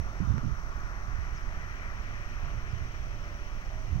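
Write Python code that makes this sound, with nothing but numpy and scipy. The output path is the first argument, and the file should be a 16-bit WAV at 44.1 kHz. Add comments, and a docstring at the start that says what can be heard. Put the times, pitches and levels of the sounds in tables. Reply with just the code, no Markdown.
"""A distant car passes in open country, its tyre noise swelling and fading over a low traffic rumble.
Far machines at a road works throb and whine. Gusts buffet the right microphone port (its opening),
with one soft knock, and grass rustles briefly. A small bird chips far off.
The recorder adds its own narrow hiss."""
import sys
import numpy as np
from scipy import signal
from scipy.fft import rfft, irfft
from scipy.io import wavfile

SR = 44100
rng = np.random.default_rng(int(sys.argv[2]) if len(sys.argv) > 2 else 0)


def to_wav(s):
    """Save 16-bit WAV."""
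    ch = np.atleast_2d(s).T  # columns
    pcm = np.round(np.clip(ch, -1, 1) * 32767)  # PCM
    wavfile.write(sys.argv[1], SR, pcm.astype(np.int16))


N = 176400
T = np.arange(N) / SR  # time of each sample, s
F = np.maximum(np.arange(N // 2 + 1) * SR / N, 1)  # frequency of each point in a spectrum, Hz


# Traffic noise, low to high, before the car's swell: f/Hz, level/dB per Hz
TRAFFIC_SPECTRUM = [(8, -53.5), (25, -60.5), (58, -57), (76, -64), (105, -66.5), (140, -71), (200, -77.5),
                    (300, -82.5), (480, -86), (660, -80.5), (830, -82.5), (990, -80), (1110, -76.5),
                    (1380, -74.5), (1560, -79), (1950, -77), (2230, -79), (2400, -81), (2750, -86.5),
                    (2970, -88), (3400, -94), (4000, -98.5), (5000, -106), (8000, -116), (16000, -130)]
# Centres of five bands, a steady low one and the four that swell: f/Hz
BAND_CENTRES = [350, 756, 1310, 1890, 2820]
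# Boost of those four bands as the car goes by: t/s, body/dB, roar/dB, upper roar/dB, hiss/dB
CAR_SWELL = [(0, 2.5, -5, -3.5, -6), (.4, 0.5, 2, -6.5, -7.5), (.9, 0.5, 1, -2.5, -8),
             (1.4, -1, -1, -0.5, -4), (2, -1, -1, 1, -3), (2.25, -1, -1.5, -0.5, -1),
             (2.55, -0.5, -1.5, -2, -1), (3, -1.5, -4.5, -3.5, -2), (3.5, -0.5, -5, -4, -2),
             (4, 0, -7, -6, -5)]

def traffic(flutter_db=1.0):
    """Rumble and tyre noise; the roar peaks first, the hiss follows, and the air makes each band waver."""
    spectrum = at_ports(white(), white()) * amp(over_hz(*np.array(TRAFFIC_SPECTRUM).T))
    times, *curves = np.array(CAR_SWELL).T
    swells_db = [0] + [np.interp(T, times, curve) for curve in curves]
    out = np.zeros((2, N))
    for one_band, db in zip(np.eye(len(swells_db)), swells_db):
        band = irfft(spectrum * over_hz(BAND_CENTRES, one_band), N)
        out += band * amp(db + flutter_db * drift(11))
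    return out


# Engine tones that never stop: f/Hz, level/dB, wander/share of the pitch
ENGINE_DRONES = [(26.7, -39.5, .015), (45.7, -43, .015), (245, -72, .006), (327.5, -68.5, .005),
                 (366, -67.7, .006), (396.5, -69.5, .003)]
# Machine tones that swell and fade: peak t/s, half length/s, f/Hz, level/dB, glide/Hz per s
MACHINE_WHINES = [(2.82, .36, 112.5, -44.5, 5), (2.15, .25, 107.5, -51, 9), (1.15, .3, 107, -51, -12),
                  (.05, .15, 88, -47, 0), (1.6, .2, 92, -51, 0), (3.3, .18, 90, -50, -12),
                  (3.7, .2, 115, -52, 0), (3.95, .07, 77, -38, 0), (3.32, .35, 580.5, -59, -1),
                  (2.15, .6, 583, -66, -3), (3.78, .085, 635, -55.8, 5), (3.58, .06, 632, -61, 0),
                  (3.24, .06, 634, -63, 0), (3, .07, 630, -63, 0), (.05, .25, 552, -62, 0)]

def machines():
    """Far engines throb low and whine faintly at the road works."""
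    out = sum(amp(db) * engine_tone(hz, wander) for hz, db, wander in ENGINE_DRONES)
    for peak, half, hz, db, glide in MACHINE_WHINES:
        out += amp(db) * swell(peak, half) * engine_tone(hz + glide * (T - peak), wander=.0015)
    return irfft(at_ports(rfft(out)), N)


def engine_tone(hz, wander, flutter_db=1.5):
    """An engine tone that wanders in pitch and flutters in the moving air."""
    pitch = hz * (1 + wander * drift(4.3))
    return np.sqrt(2) * sine(pitch) * amp(flutter_db * drift(2.2))


# Puffs of wind: start t/s, time until fading/s, right level/dB, top f/Hz
WIND_BUFFETS = [(-.02, 0.032, -24.5, 142), (0.201, 0.0082, -21, 262), (.222, 0.024, -26, 170),
                (0.273, 0.009, -18.5, 111), (0.293, 0.028, -21.5, 204), (0.337, 0.048, -25, 210),
                (0.431, 0.062, -27, 225), (0.504, 0.02, -24, 119), (0.663, 0.016, -26, 88),
                (0.833, .02, -29, 70), (1.08, 0.014, -29.5, 76), (1.134, 0.022, -27, 75),
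                (1.185, 0.023, -25.5, 83), (2.431, 0.04, -29, 111), (2.532, 0.07, -38, 170),
                (2.728, 0.017, -24, 129), (2.768, 0.055, -31.5, 149), (3.866, 0.086, -37.5, 203),
                (3.916, .1, -25, 178)]

def wind(attack_s=.00415, release_s=.013, left_db=-50, sharpness=2):
    """Swirls of air hit the right port as short dull thumps; faster air makes higher ones."""
    out = np.zeros(N)
    for start, length, db, top_hz in WIND_BUFFETS:
        rise = np.sin(np.pi / 2 * np.clip((T - start) / attack_s, 0, 1)) ** 2
        envelope = rise * np.exp(-np.maximum(T - start - length, 0) / release_s)
        ratio = F / (.5 * top_hz)  # strongest near half the top frequency
        hump = 1 / np.hypot(1, sharpness * (ratio - 1 / ratio))
        treble_cut = 1 / np.hypot(1, (F / top_hz) ** 3.14)
        swirl = envelope * noise(hump * treble_cut)
        swirl *= np.sqrt(np.sum(envelope ** 2) / np.sum(swirl ** 2))  # chance does not set its energy
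        out += amp(db) * swirl
    return np.array([amp(left_db) * out, out])


def port_knock(at_s=.3813, decay_s=.00005, ring_hz=5900):
    """One soft knock among the gusts makes the right port ring."""
    blow = amp(-9) * (T >= at_s) * np.exp(-np.abs(T - at_s) / decay_s)
    knock = signal.lfilter(*signal.butter(4, 2150, fs=SR), blow)  # dulled above 2150 Hz
    ring = signal.lfilter(*signal.iirpeak(ring_hz, Q=10, fs=SR), blow)
    return np.array([np.zeros(N), knock + amp(-5) * ring])


# Bird calls: t/s, length/s, start f/Hz, end f/Hz, left level/dB, right level/dB, roughness/share of pitch
BIRD_CHIPS = [(.06, .1, 3620, 3590, -68, -71, .02), (.245, .11, 3600, 3590, -67, -68, .02),
              (1.345, .035, 6600, 5400, -57, -56, .06), (1.368, .025, 5300, 5000, -58, -54, .04),
              (2.695, .04, 5600, 5050, -72, -54, .04), (3.225, .04, 5600, 5100, -74, -57, .04)]

def bird():
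    """A small bird gives thin, rough chips and whistles that fall in pitch."""
    out = np.zeros((2, N))
    for start, length, high_hz, low_hz, left_db, right_db, roughness in BIRD_CHIPS:
        progress = np.clip((T - start) / length, 0, 1)
        pitch = (high_hz + (low_hz - high_hz) * progress) * (1 + roughness * drift(580))
        out += amp([[left_db], [right_db]]) * np.sin(np.pi * progress) * sine(pitch)
    return out


# One rustle of grass: peak t/s, half length/s, left level/dB, right level/dB
GRASS_RUSTLE = (.25, .2, -67.5, -74)

def grass(centre_hz=4800, sharpness=1.4, flicker_db=1.5):
    """Grass gives a faint, flickering hiss as the strongest gust goes through."""
    peak, half, left_db, right_db = GRASS_RUSTLE
    colour = 1 / (1 + (sharpness * (F / centre_hz - centre_hz / F)) ** 2)
    envelope = swell(peak, half) * amp(flicker_db * drift(30))
    return envelope * np.array([amp(db) * noise(colour) for db in (left_db, right_db)])


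# How the two ports hear far sound: f/Hz, left minus right level/dB, left lead/rad, likeness/0-1
PORT_RESPONSE = [(25, -10, 1.0, .93), (60, -7.5, .88, .92), (120, -3.5, .7, .92), (280, 0, .45, .92),
                 (380, .5, -.15, .87), (500, 3, .3, .68), (620, 1.8, .55, .78), (820, .5, .45, .5),
                 (1050, 2.6, 1.5, .77), (1400, 3.5, 1.9, .89), (1750, 7, 2.5, .9), (1950, 6.5, 2.45, .88),
                 (2170, 4, 3.1, .9), (2450, 8, 3.8, .45), (2800, 2, 3.8, .45), (3400, -3.5, 8.9, .7),
                 (4200, -1, 9.5, .5)]

def at_ports(direct, scattered=None):
    """Left and right spectra of a far sound; the scattered part makes the two sides less alike."""
    hz, balance_db, lead, likeness = np.array(PORT_RESPONSE).T
    pair = np.array([direct, direct])
    sides = np.array([[1], [-1]])
    if scattered is not None:
        alike = np.clip(over_hz(hz, likeness), 0, 1)
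        pair = direct * np.sqrt((1 + alike) / 2) + sides * scattered * np.sqrt((1 - alike) / 2)
    gains = amp(sides * over_hz(hz, balance_db) / 2)
    gains /= np.sqrt(np.mean(gains ** 2, axis=0))  # keep the total power
    return pair * gains * np.exp(.5j * sides * over_hz(hz, lead))


def amp(db):
    """Turn decibels into a number to multiply by."""
    return 10 ** (np.asarray(db) / 20)


def over_hz(hz, values):
    """Join points into a curve over frequency, with every octave equally wide."""
    return np.interp(np.log(F), np.log(hz), values)


def sine(hz):
    """A pure tone that follows a changing pitch."""
    return np.sin(2 * np.pi * np.cumsum(hz) / SR)


def swell(peak_s, half_s):
    """A bell-shaped rise and fall, down to 37% at half_s either side of the peak."""
    return np.exp(-((T - peak_s) / half_s) ** 2)


def white():
    """Spectrum of white noise at 0 dB per Hz."""
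    return rfft(rng.standard_normal(N)) * np.sqrt(SR / 2)


def noise(colour):
    """Noise of typical size 1; colour says how strong each frequency is."""
    x = irfft(white() * colour, N)
    return x / x.std()


def drift(rate_hz):
    """A smooth random wobble of typical size 1; a higher rate wobbles faster."""
    return noise(np.exp(-(F / rate_hz) ** 2) * (np.arange(len(F)) > 0))


def scene():
    """Everything that reaches the two ports."""
    return traffic() + machines() + wind() + port_knock() + bird() + grass()


# The recorder's own noise: f/Hz, left level/dB per Hz, right level/dB per Hz
RECORDER_HISS = [(1000, -106, -100), (3000, -104, -100), (4070, -104, -98.5), (5200, -105, -96),
                 (5400, -107, -89.5), (6130, -108, -86.5), (6080, -108, -90.5), (7020, -108, -104),
                 (8200, -108, -111), (10160, -115, -117), (11200, -113, -115), (11800, -116, -117),
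                 (14000, -109, -113), (14800, -113, -110), (15800, -113, -102)]

def record(dry, top_hz=15750):
    """The recorder adds its hiss, strongest on the right, and cuts the highest treble."""
    hz, *channels = np.array(RECORDER_HISS).T
    hiss = np.array([irfft(white() * amp(over_hz(hz, db)), N) for db in channels])
    treble_cut = signal.ellip(12, .2, 80, top_hz, fs=SR, output="sos")
    return signal.sosfilt(treble_cut, dry + hiss)


dry = scene()
out = record(dry)
to_wav(out)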